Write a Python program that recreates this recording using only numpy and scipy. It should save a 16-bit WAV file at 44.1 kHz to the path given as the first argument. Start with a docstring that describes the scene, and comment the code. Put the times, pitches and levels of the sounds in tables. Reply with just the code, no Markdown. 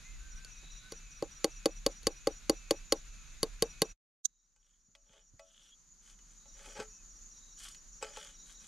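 """Cooking at a field's edge, dusk.

Crickets chirp over a far chorus, birds and a low rumble while a ladle knocks on the rim of a steel
pot, its ring damped by batter. The field drops out, returns with a tick in the right ear and fades
in slowly. A wooden spatula then taps and scrapes round an iron griddle, making it ring and hum."""
import sys
import numpy as np
from scipy import signal
from scipy.fft import rfft, irfft, next_fast_len
from scipy.io import wavfile

SR = 44100
rng = np.random.default_rng(int(sys.argv[2]) if len(sys.argv) > 2 else 0)


def materialize(psi):
    """Save the field psi as 16-bit PCM at rate SR to the path in sys.argv[1].

    A 1-D psi becomes a single channel; in a 2-D psi each row is a channel.
    """
    bounded = np.clip(np.atleast_2d(psi).T, -1, 1)
    quanta = np.round(bounded * 32767).astype(np.int16)
    wavfile.write(sys.argv[1], SR, quanta)


N = 382347
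T = np.arange(N) / SR
CUT_S, PAUSE_S, RETURN_S = 3.92, 4.05, 4.26  # field drops out, switches early to late, returns


def from_db(db):
    """Decibels to gain."""
    return np.exp(np.asarray(db) * (np.log(10) / 20))


def unit_rms(x):
    """Scale to unit rms."""
    return x / np.sqrt(np.mean(x ** 2) + 1e-20)


def coloured(x, spectrum):
    """Filter by a (frequency [Hz], gain [dB]) curve."""
    hz, db = np.transpose(spectrum)
    size = next_fast_len(N)
    log_hz = np.log(np.arange(size // 2 + 1) * SR / size + 1)
    gain = from_db(np.interp(log_hz, np.log(hz), db, left=-90, right=-90))
    return irfft(rfft(x, size) * gain, size)[..., :N]


def noise(spectrum, correlation):
    """Coloured stereo noise, unit rms."""
    mid, side = coloured(rng.standard_normal((2, N)), spectrum)
    return unit_rms(np.sqrt(1 + correlation) * mid + np.sqrt(1 - correlation) * np.array([side, -side]))


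def drift(rate_hz):
    """Random curve, spread near one."""
    knots = rng.standard_normal(4000)
    return np.interp(T * rate_hz, np.arange(len(knots)), knots)


def resonate(x, hz, width_hz):
    """Two passes through one resonance, unit rms."""
    b, a = signal.iirpeak(hz, hz / width_hz, fs=SR)
    return unit_rms(signal.lfilter(b, a, signal.lfilter(b, a, x)))


def band(x, low_hz, high_hz):
    """Gentle band-pass."""
    return signal.sosfilt(signal.butter(2, [low_hz, high_hz], "band", fs=SR, output="sos"), x)


def pan(x, left_db):
    """Mono to stereo by level difference."""
    return x * from_db([[left_db / 2], [-left_db / 2]])


def add(out, start_s, sound):
    """Mix a sound in at start_s."""
    at = int(np.clip(round(start_s * SR), 0, N - 1))
    out[..., at:at + sound.shape[-1]] += sound[..., :N - at]


def ringing(t, hz, db, t60_s):
    """Sum of decaying modes, neighbours in opposite phase."""
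    modes = from_db(db[:, None] - 60 * t / t60_s[:, None]) * np.sin(2 * np.pi * hz[:, None] * t)
    return (-1) ** np.arange(len(hz)) @ modes


# air spectra before and after the pause: (frequency [Hz], gain [dB])
EARLY_AIR = [(41, -31), (70, -5), (161, -2), (380, -19.5), (828, -21.5), (1480, -10.5), (1860, -15),
             (2540, -11), (3110, -16.5), (3810, -12), (4880, -16), (5710, -11), (6830, -18), (7820, -21),
             (12500, -30.5), (15000, -50)]
LATE_AIR = [(41, -69), (70, -33), (112, -12), (176, -4.5), (380, -17.5), (707, -22), (1300, -15.5),
            (2380, -22), (3330, -22), (6680, -9.5), (7820, -22), (11700, -30), (15000, -42)]

def air(early_db=-57, late_db=-61, early_dip_db=-7, late_dip_db=-9):
    """Hush of open fields, weaker in the crickets' band."""
    def hush(spectrum, dip_db):
        notch = [(20, 0), (4800, 0), (5800, dip_db), (7200, dip_db), (8200, 0), (20000, 0)]
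        return coloured(noise(spectrum, correlation=0.55), notch)
    early = from_db(early_db) * hush(EARLY_AIR, early_dip_db)
    late = from_db(late_db) * hush(LATE_AIR, late_dip_db)
    return np.where(T < PAUSE_S, early, late) * from_db(0.89 * drift(26))


# rumble spectrum: (frequency [Hz], gain [dB])
RUMBLE_SPECTRUM = [(15, -15), (26, -1.5), (36, 4), (44, -5), (55, -15), (80, -29.5), (140, -46)]

def rumble(early_db=-49.5, late_db=-57, swing_db=1.5, swell_db=11, swell_s=0.25, half_width_s=0.16):
    """Deep, uneven rumble; swells once, weaker after the pause."""
    swell = np.exp(-((T - swell_s) / half_width_s) ** 2)
    db = np.where(T < PAUSE_S, early_db, late_db) + swell_db * swell + swing_db * drift(9)
    return from_db(db) * noise(RUMBLE_SPECTRUM, correlation=0.87)


def cricket(bouts, period_s, level_db, gap_s, stroke_s, sag_hz, vary_db):
    """Two wing strokes per chirp; level and pitch arch with wing speed."""
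    out = np.zeros(N)
    for first_s, last_s, hz in bouts:
        for chirp_s in np.linspace(first_s, last_s, round((last_s - first_s) / period_s) + 1):
            for delay_s, length_s in ((0, stroke_s), (gap_s, stroke_s * 1.2)):
                u = np.linspace(-1, 1, int(length_s * SR))
                level_jitter, pitch_jitter = rng.standard_normal(2)
                wing_hz = hz + 10 * pitch_jitter - sag_hz * (u + 0.08) ** 2
                stroke = np.cos(u * np.pi / 2) ** 2 * np.sin(2 * np.pi * np.cumsum(wing_hz) / SR)
                gain = from_db(level_db + vary_db * level_jitter)
                add(out, chirp_s + delay_s - length_s / 2, gain * stroke)
    return out


# cricket bouts: (first chirp [s], last chirp [s], pitch [Hz])
NEAR_BOUTS = [(.326, 2.92, 5850), (3.66, 3.855, 5850), (4.4, 5.637, 5750), (6.498, 8.56, 5750)]
FAR_BOUTS = [(.11, 3.83, 7090), (4.37, 8.565, 6830)]
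# chorus spectrum: (frequency [Hz], gain [dB])
CHORUS_SPECTRUM = [(5400, -33.5), (5800, -4), (6200, -2), (6800, 0.5), (7100, -3), (7350, -9.5),
                   (7700, -24.5)]
# far insect buzzes: (start [s], end [s], level [dB])
BUZZES = [(0.513, 1.01, -61.5), (4.197, 4.556, -69), (6.301, 6.652, -71), (7.281, 7.661, -69.5),
          (8.252, 8.8, -66)]

def insects(early_db=-59, late_db=-57, throb_db=1.84, trill_db=-67, near_step_db=-4, far_step_db=3):
    """Two crickets over a throbbing chorus, a thin trill and a far buzz."""
    late = T > PAUSE_S
    near = cricket(NEAR_BOUTS, period_s=0.203, level_db=-49,
                   gap_s=0.051, stroke_s=0.047, sag_hz=273, vary_db=-0.8)
    far = cricket(FAR_BOUTS, period_s=0.165, level_db=-57,
                  gap_s=0.039, stroke_s=0.04, sag_hz=160, vary_db=2.5)
    crickets = pan(near * from_db(late * near_step_db), 0.96)
    crickets += pan(far * from_db(late * far_step_db), -0.9)
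    chorus = noise(CHORUS_SPECTRUM, correlation=0.53)
    chorus *= from_db(np.where(late, late_db, early_db) + throb_db * drift(45))
    trill = resonate(rng.standard_normal(N), hz=6875, width_hz=35) * from_db(trill_db + 2 * drift(5.1))
    swells = sum(from_db(db) * np.sin(np.pi * np.clip((T - start_s) / (end_s - start_s), 0, 1))
                 for start_s, end_s, db in BUZZES)
    tremolo = 1.14 + 0.43 * np.sin(2 * np.pi * 33 * T)
    buzz = swells * tremolo * resonate(rng.standard_normal(N), hz=3870, width_hz=300)
    return crickets + chorus + pan(trill + buzz, 0.3)


# call contour: (time from first crest [s], pitch [Hz])
CALL_CONTOUR = [(-.16, 2250), (0, 2660), (.11, 2490), (.215, 2620), (.33, 2480)]

def calling_bird(first_s=-0.055, period_s=0.528, level_db=-63, vary_db=1.5, detune=0.004, flutter_db=1,
                 under_ratio=0.9, under_db=-7, echo_s=0.052, echo_db=-8):
    """Far double-arched call with a fainter line below and an echo; repeats until the pause."""
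    knot_s, knot_hz = np.transpose(CALL_CONTOUR)
    knots = np.arange(len(knot_s))
    t = np.arange(knot_s[0], knot_s[-1], 1 / SR)
    leg = np.interp(t, knot_s, knots)
    eased = np.floor(leg) + np.sin(np.pi / 2 * (leg % 1)) ** 2
    pitch_hz = np.interp(eased, knots, knot_hz)
    envelope = np.sin(np.pi * np.arange(len(t)) / len(t)) ** 0.68
    out = np.zeros(N)
    for crest_s in np.arange(first_s, CUT_S, period_s):
        level_jitter, pitch_jitter = rng.standard_normal(2)
        phase = 2 * np.pi * np.cumsum(pitch_hz * (1 + detune * pitch_jitter)) / SR
        tone = np.sin(phase) + from_db(under_db) * np.sin(under_ratio * phase)
        call = from_db(level_db + vary_db * level_jitter) * envelope * tone
        out += np.interp(T - crest_s, t, call, 0, 0)
        out += from_db(echo_db) * np.interp(T - crest_s - echo_s, t, call, 0, 0)
    return pan(out * from_db(flutter_db * drift(23)), -1)


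# single bird notes: (crest time [s], crest pitch [Hz], level [dB])
WHISTLES = [(0.101, 2090, -60.5), (.26, 1564, -62), (0.409, 1564, -60), (.88, 1512, -63),
            (1.419, 1330, -66), (3.18, 1334, -70), (6.96, 2610, -73)]

def bird_whistles(length_s=0.17, sag_share=0.087, flutter_db=3.5):
    """Thin notes of other far birds, arching in pitch."""
    out, u = np.zeros(N), np.linspace(-1, 1, int(length_s * SR))
    for crest_s, hz, db in WHISTLES:
        phase = 2 * np.pi * np.cumsum(hz * (1 - sag_share * u ** 2)) / SR
        add(out, crest_s - length_s / 2, from_db(db) * np.cos(u * np.pi / 2) ** 0.5 * np.sin(phase))
    return pan(out * from_db(flutter_db * drift(34)), -1)


# ladle knocks: (time [s], level [dB], treble [dB], place on rim [0-1])
KNOCKS = [(0.447, -43, 19, 0.1), (0.921, -19.5, -0.5, 0.8), (1.224, -7.5, -13.5, 0.01),
          (1.4435, -.5, -1, 0), (1.6574, 1, -2, 0.04), (1.8632, -0.5, 0, 0), (2.031, -41.5, 10, 1),
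          (2.069, -0.5, 1, 0), (2.2713, 0.5, -8.5, 0.01), (2.496, 0.5, -0.5, 0), (2.7085, 1, -1.5, 0.02),
          (2.9227, 1.5, 0.5, 0.07), (3.430, -1, -1, 1), (3.623, 1, -1, 1), (3.8188, 1.5, 0.5, 1)]
# pot and ladle modes: (frequency [Hz], level at place 0 [dB], level at place 1 [dB], t60 [s])
POT_MODES = [(192.8, -19.5, -19.5, 0.013), (250, -1.75, -52, 0.004), (321, -17.5, -27, 0.045),
             (450.8, -24, -20.5, 0.068), (554, -16, -24, 0.036), (650, -50, -33.5, 0.045),
             (807, -29.5, -35.5, 0.055), (1078, -30, -28.5, 0.04), (1210, -22.0, -27, 0.0079),
             (1607, -42, -39, 0.045), (2030, -29.5, -28.5, 0.02), (2950, -31.5, -30, 0.026),
             (3430, -29, -31, 0.02), (3763, -38, -33, 0.055), (4420, -20, -21.5, 0.032),
             (4666, -22.5, -22, 0.031), (5260, -25.5, -29.5, 0.018), (5560, -29, -28.5, 0.026),
             (6375, -23.5, -23.5, 0.023), (7100, -25, -30, 0.021), (7780, -33, -30.5, 0.0048),
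             (9030, -31.5, -30.5, 0.022), (9260, -31, -32.5, 0.0098), (10100, -29, -25, 0.021),
             (10920, -28, -21.5, 0.0077), (13088, -43, -35, 0.0063)]

def ladle_knocks(vary_db=1.2, detune=0.008, treble_damping=0.19, crack_db=-25, crack_t60_s=0.028,
                 tail_db=-42, tail_t60_s=0.13, sparkle_db=-50, sparkle_t60_s=0.06,
                 echo_s=0.032, echo_db=-25, mat_db=-34, mat_t60_s=0.043):
    """Batter damps the pot: a short thud under a steel clack. The ground scatters a faint tail."""
    out, t = np.zeros(N), T[:SR // 5]
    hz, place0_db, place1_db, t60_s = np.transpose(POT_MODES)
    treble = np.clip(np.log2(hz / 900) / 2, 0, 1)
    damped_t60_s = t60_s * (1 - treble_damping * treble)
    for time_s, db, treble_db, place in KNOCKS:
        level_jitter, pitch_jitter = rng.standard_normal((2, len(hz)))
        white = rng.standard_normal((4, len(t)))
        mode_db = place0_db + place * (place1_db - place0_db) + treble * treble_db
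        mode_db += vary_db * level_jitter
        body = ringing(t, hz * (1 + detune * pitch_jitter), mode_db, damped_t60_s)
        crack = band(white[0], 1500, 13000) * from_db(crack_db + treble_db - 60 * t / crack_t60_s)
        tail = unit_rms(band(white[1], 280, 800)) * from_db(tail_db - 60 * t / tail_t60_s)
        sparkle = band(white[2], 900, 7000) * from_db(sparkle_db + treble_db - 60 * t / sparkle_t60_s)
        # the heavy pot thumps on its mat
        thump = unit_rms(band(white[3], 150, 300)) * from_db(mat_db - 60 * t / mat_t60_s)
        thump *= np.minimum(t / 0.002, 1)
        add(out, time_s, from_db(db) * (body + crack + tail + sparkle + thump))
        add(out, time_s + echo_s, from_db(db + echo_db) * band(body, 200, 800))
    return band(out, 140, 12800)


# port balance: (frequency [Hz], left minus right [dB])
PORT_BALANCE = [(100, -0.8), (350, 0.5), (700, 1.4), (1300, 0), (2400, -4), (3800, -0.5), (7000, 1.5),
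                (14000, 5)]
# port phase: (frequency [Hz], left lead [rad])
PORT_PHASE = [(300, 0), (900, -0.26), (1850, -1.1), (2700, -0.15), (7000, -0.79), (11000, -0.45)]

def microphone_ports(x):
    """A close sound reaches the two ports at different level and phase."""
    size = next_fast_len(N)
    hz = np.arange(size // 2 + 1) * SR / size
    balance_db = np.interp(hz, *np.transpose(PORT_BALANCE))
    lead_rad = np.interp(hz, *np.transpose(PORT_PHASE))
    left_gain = from_db(balance_db / 2) * np.exp(0.5j * lead_rad)
    return irfft(rfft(x, size) * np.array([left_gain, 1 / left_gain]), size)[:, :N]


# soft bumps: (time [s], level [dB], band centre [Hz])
BUMPS = [(.625, -58, 420), (4.88, -66, 129.5), (5.089, -66, 111), (5.335, -57, 99), (6.671, -52, 343),
         (6.789, -44, 199)]

def bumps(rise_s=0.0088):
    """Dull thuds of things shifting on the ground."""
    out, t = np.zeros(N), T[:SR // 4]
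    envelope = 0.5 * t / rise_s * np.exp(1 - t / rise_s)
    for time_s, db, hz in BUMPS:
        thud = unit_rms(band(rng.standard_normal(len(t)), hz * 0.53, hz * 1.86))
        add(out, time_s, from_db(db) * envelope * thud)
    return out


def field_fade(full_db=-2.5, cut_db_per_s=1202, floor_db=-60, return_db=-23, rise_db_per_s=8.5):
    """Field gain: quick cut, pause, steady rise in decibels."""
    falling_db = np.maximum(full_db - cut_db_per_s * np.maximum(T - CUT_S, 0), floor_db)
    rising_db = np.minimum(return_db + rise_db_per_s * (T - RETURN_S), full_db)
    return from_db(np.where(T < RETURN_S, falling_db, rising_db))


# tick spikes: (time [s], level [dB], rise and decay constant [s])
TICK_SPIKES = [(4.2455, -36, 0.00026), (4.25, -29, 0.00036), (4.256, -15.5, 0.0022), (4.2637, -37, 0.00029)]
# tick spectrum: (frequency [Hz], gain [dB])
TICK_SPECTRUM = [(2300, -54), (3000, -23), (4100, -3.5), (5000, -25), (6000, 2.5), (6900, 4.5), (7800, -8),
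                 (11000, -20.5), (16000, -39)]

def tick():
    """Bright tick, milliseconds long, right ear only."""
    envelope = sum(from_db(db) * np.exp(-np.minimum(abs(T - time_s) / tau_s, 50))
                   for time_s, db, tau_s in TICK_SPIKES)
    grain = unit_rms(coloured(rng.standard_normal(N), TICK_SPECTRUM))
    right = band(band(envelope * grain, 2410, 19000), 2400, 19000)
    return np.array([np.zeros(N), right])


# spatula taps: (time [s], level [dB], treble [dB], pressure [0-1])
TAPS = [(4.562, -78.5, 10.5, 0.7), (4.951, -65.5, 14, 0.1), (5.135, -65, 2, 0.03), (5.394, -53, 3.5, 0.05),
        (6.102, -81, 19, 0.7), (6.189, -81.5, 21.5, 0.43), (6.457, -60.5, -3, 0.32), (6.79, -43.5, -22, 1),
        (6.80, -40, -0.5, 0.97), (7.747, -73.5, 26.5, 0.47), (8.026, -38.5, 1, 0.91),
        (8.171, -44.5, 2, 0.66)]
# griddle modes: (frequency [Hz], level touched [dB], level pressed [dB], free t60 [s])
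GRIDDLE_MODES = [(262, -34, -16.5, 0.062), (431, -27.5, -2, 0.31), (510, -20, -0.5, 0.13),
                 (564, -3, -13.5, 0.28), (655.4, -3.5, -29, 0.3), (853, -8.5, -1.5, 0.12),
                 (1127, -9.5, -13, 0.14), (1328, -17, -7, 0.3), (1544, -38, -1.5, 0.21),
                 (1998, -3, -19.5, 0.041), (2536, -13, -11.5, 0.14), (2977, -21, -8.5, 0.19),
                 (3337, -1, -14, 0.021), (5080, -40, -6, 0.083), (6600, -18, 1.5, 0.026),
                 (7700, -22, -1, 0.085)]

def spatula_taps(vary_db=3.5, crack_db=2, crack_t60_s=0.041, choke_ratio=0.52):
    """The griddle rings after a light touch; a pressed blade chokes it."""
    out, t = np.zeros(N), T[:SR // 2]
    hz, light_db, pressed_db, t60_s = np.transpose(GRIDDLE_MODES)
    treble = np.clip(np.log2(hz / 800) / 2, 0, 1)
    for time_s, db, treble_db, pressure in TAPS:
        mode_db = light_db + pressure * (pressed_db - light_db) + treble * treble_db
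        mode_db += vary_db * rng.standard_normal(len(hz))
        body = ringing(t, hz, mode_db, t60_s * choke_ratio ** pressure)
        crack = band(rng.standard_normal(len(t)), 1700, 6300)
        crack *= from_db(crack_db + treble_db - 60 * t / crack_t60_s)
        add(out, time_s, from_db(db) * (body + crack))
    return out


# strokes: (start [s], peak [s], end [s], rub level [dB], pressure [0-1], rasp over rub [dB])
STROKES = [(4.569, 4.682, 4.84, -86.5, 0.42, 2.5), (5.036, 5.158, 5.26, -74, 0.84, 1.5),
           (5.365, 5.67, 5.77, -75.5, 0.41, 8.5), (5.995, 6.096, 6.17, -69.5, 0.22, -2.5),
           (6.225, 6.33, 6.4, -76, .3, -10), (6.516, 6.685, 6.81, -59, 0.69, -9),
           (6.737, 6.803, 6.87, -51.5, 0.98, -30), (7.562, 7.618, 7.79, -60.5, 0.01, 1),
           (8.008, 8.028, 8.16, -54.5, 0.85, -15), (8.111, 8.167, 8.4, -57, .55, -2),
           (8.435, 8.51, 8.57, -67, 0.17, -3), (8.572, 8.66, 9, -67, 0.26, -5.5)]
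# friction spectra: (frequency [Hz], gain [dB])
RUB_SPECTRUM = [(500, -13.5), (900, -11.5), (1400, 1.5), (2200, -2), (3500, -9), (5000, -5.5), (7500, -17),
                (10000, -43)]
HISS_SPECTRUM = [(4000, -6), (6000, -4), (8500, -4), (11000, -12), (14000, -26), (16000, -44)]

def spatula_scrape(slips_per_s=400, smooth_gain=0.84, rough_db=1.5, metal_db=-4, t60_ratio=0.48):
    """Dense tiny slips of wood on iron rub, rasp and hiss, and keep the griddle humming."""
    envelopes = np.zeros((4, N))
    for start_s, peak_s, end_s, db, pressure, rasp_db in STROKES:
        ramp = np.interp(np.arange(start_s, end_s, 1 / SR), [start_s, peak_s, end_s], [0, 1, 0])
        effort = from_db(db) * np.sin(np.pi / 2 * ramp) ** 1.8
        # a gliding blade hisses, a pressed one rings the iron
        ring_db = np.interp(pressure, [0, 1], [-18, 5])
        hiss_db = np.interp(pressure, [0, 1], [8, -8.5])
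        add(envelopes, start_s, np.outer(from_db([0, ring_db, rasp_db, hiss_db]), effort))
    impulses = (rng.random(N) < slips_per_s / SR) * rng.standard_normal(N)
    slips = (unit_rms(impulses) + smooth_gain * rng.standard_normal(N)) * from_db(rough_db * drift(120))
    hz, light_db, pressed_db, t60_s = np.transpose(GRIDDLE_MODES)
    response = ringing(T[:SR // 4], hz, (light_db + pressed_db) / 2, t60_s * t60_ratio)
    iron = signal.fftconvolve(slips, response)[:N]
    rub = unit_rms(coloured(slips, RUB_SPECTRUM)) + from_db(metal_db) * unit_rms(band(iron, 1440, 8800))
    ring = unit_rms(band(iron, 234, 870))
    rasp = resonate(slips, hz=3230, width_hz=850)  # blade resonance
    hiss = unit_rms(coloured(slips[::-1], HISS_SPECTRUM))
    return np.sum(envelopes * [rub, ring, rasp, hiss], axis=0)


# wood squeaks: (start [s], length [s], start pitch [Hz], end pitch [Hz], level [dB])
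SQUEAKS = [(5.713, 0.038, 3260, 3430, -57.5), (6.723, 0.054, 4530, 5200, -67),
           (8.05, 0.08, 4780, 5400, -60)]

def spatula_squeaks(wobble_share=0.013):
    """The blade briefly sticks and slips fast enough to sing."""
    out = np.zeros(N)
    for start_s, length_s, from_hz, to_hz, db in SQUEAKS:
        u = np.linspace(0, 1, int(length_s * SR))
        hz = (from_hz + (to_hz - from_hz) * u ** 2) * (1 + wobble_share * drift(440)[:len(u)])
        add(out, start_s, from_db(db) * np.sin(np.pi * u) * np.sin(2 * np.pi * np.cumsum(hz) / SR))
    return out


def scene():
    """The field under its fade, the cooking close by."""
    field = field_fade() * (insects() + calling_bird() + bird_whistles() + air() + rumble())
    griddle = pan(spatula_taps() + spatula_scrape() + spatula_squeaks() + bumps(), 1)
    return field + microphone_ports(ladle_knocks()) + griddle + tick()


def record(dry, ceiling=0.33, cutoff_hz=16900):
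    """Soft clip, then steep low-pass."""
    lowpass = signal.cheby2(14, 70, cutoff_hz, fs=SR, output="sos")
    return signal.sosfilt(lowpass, ceiling * np.tanh(dry / ceiling))


dry = scene()
out = record(dry)
materialize(out)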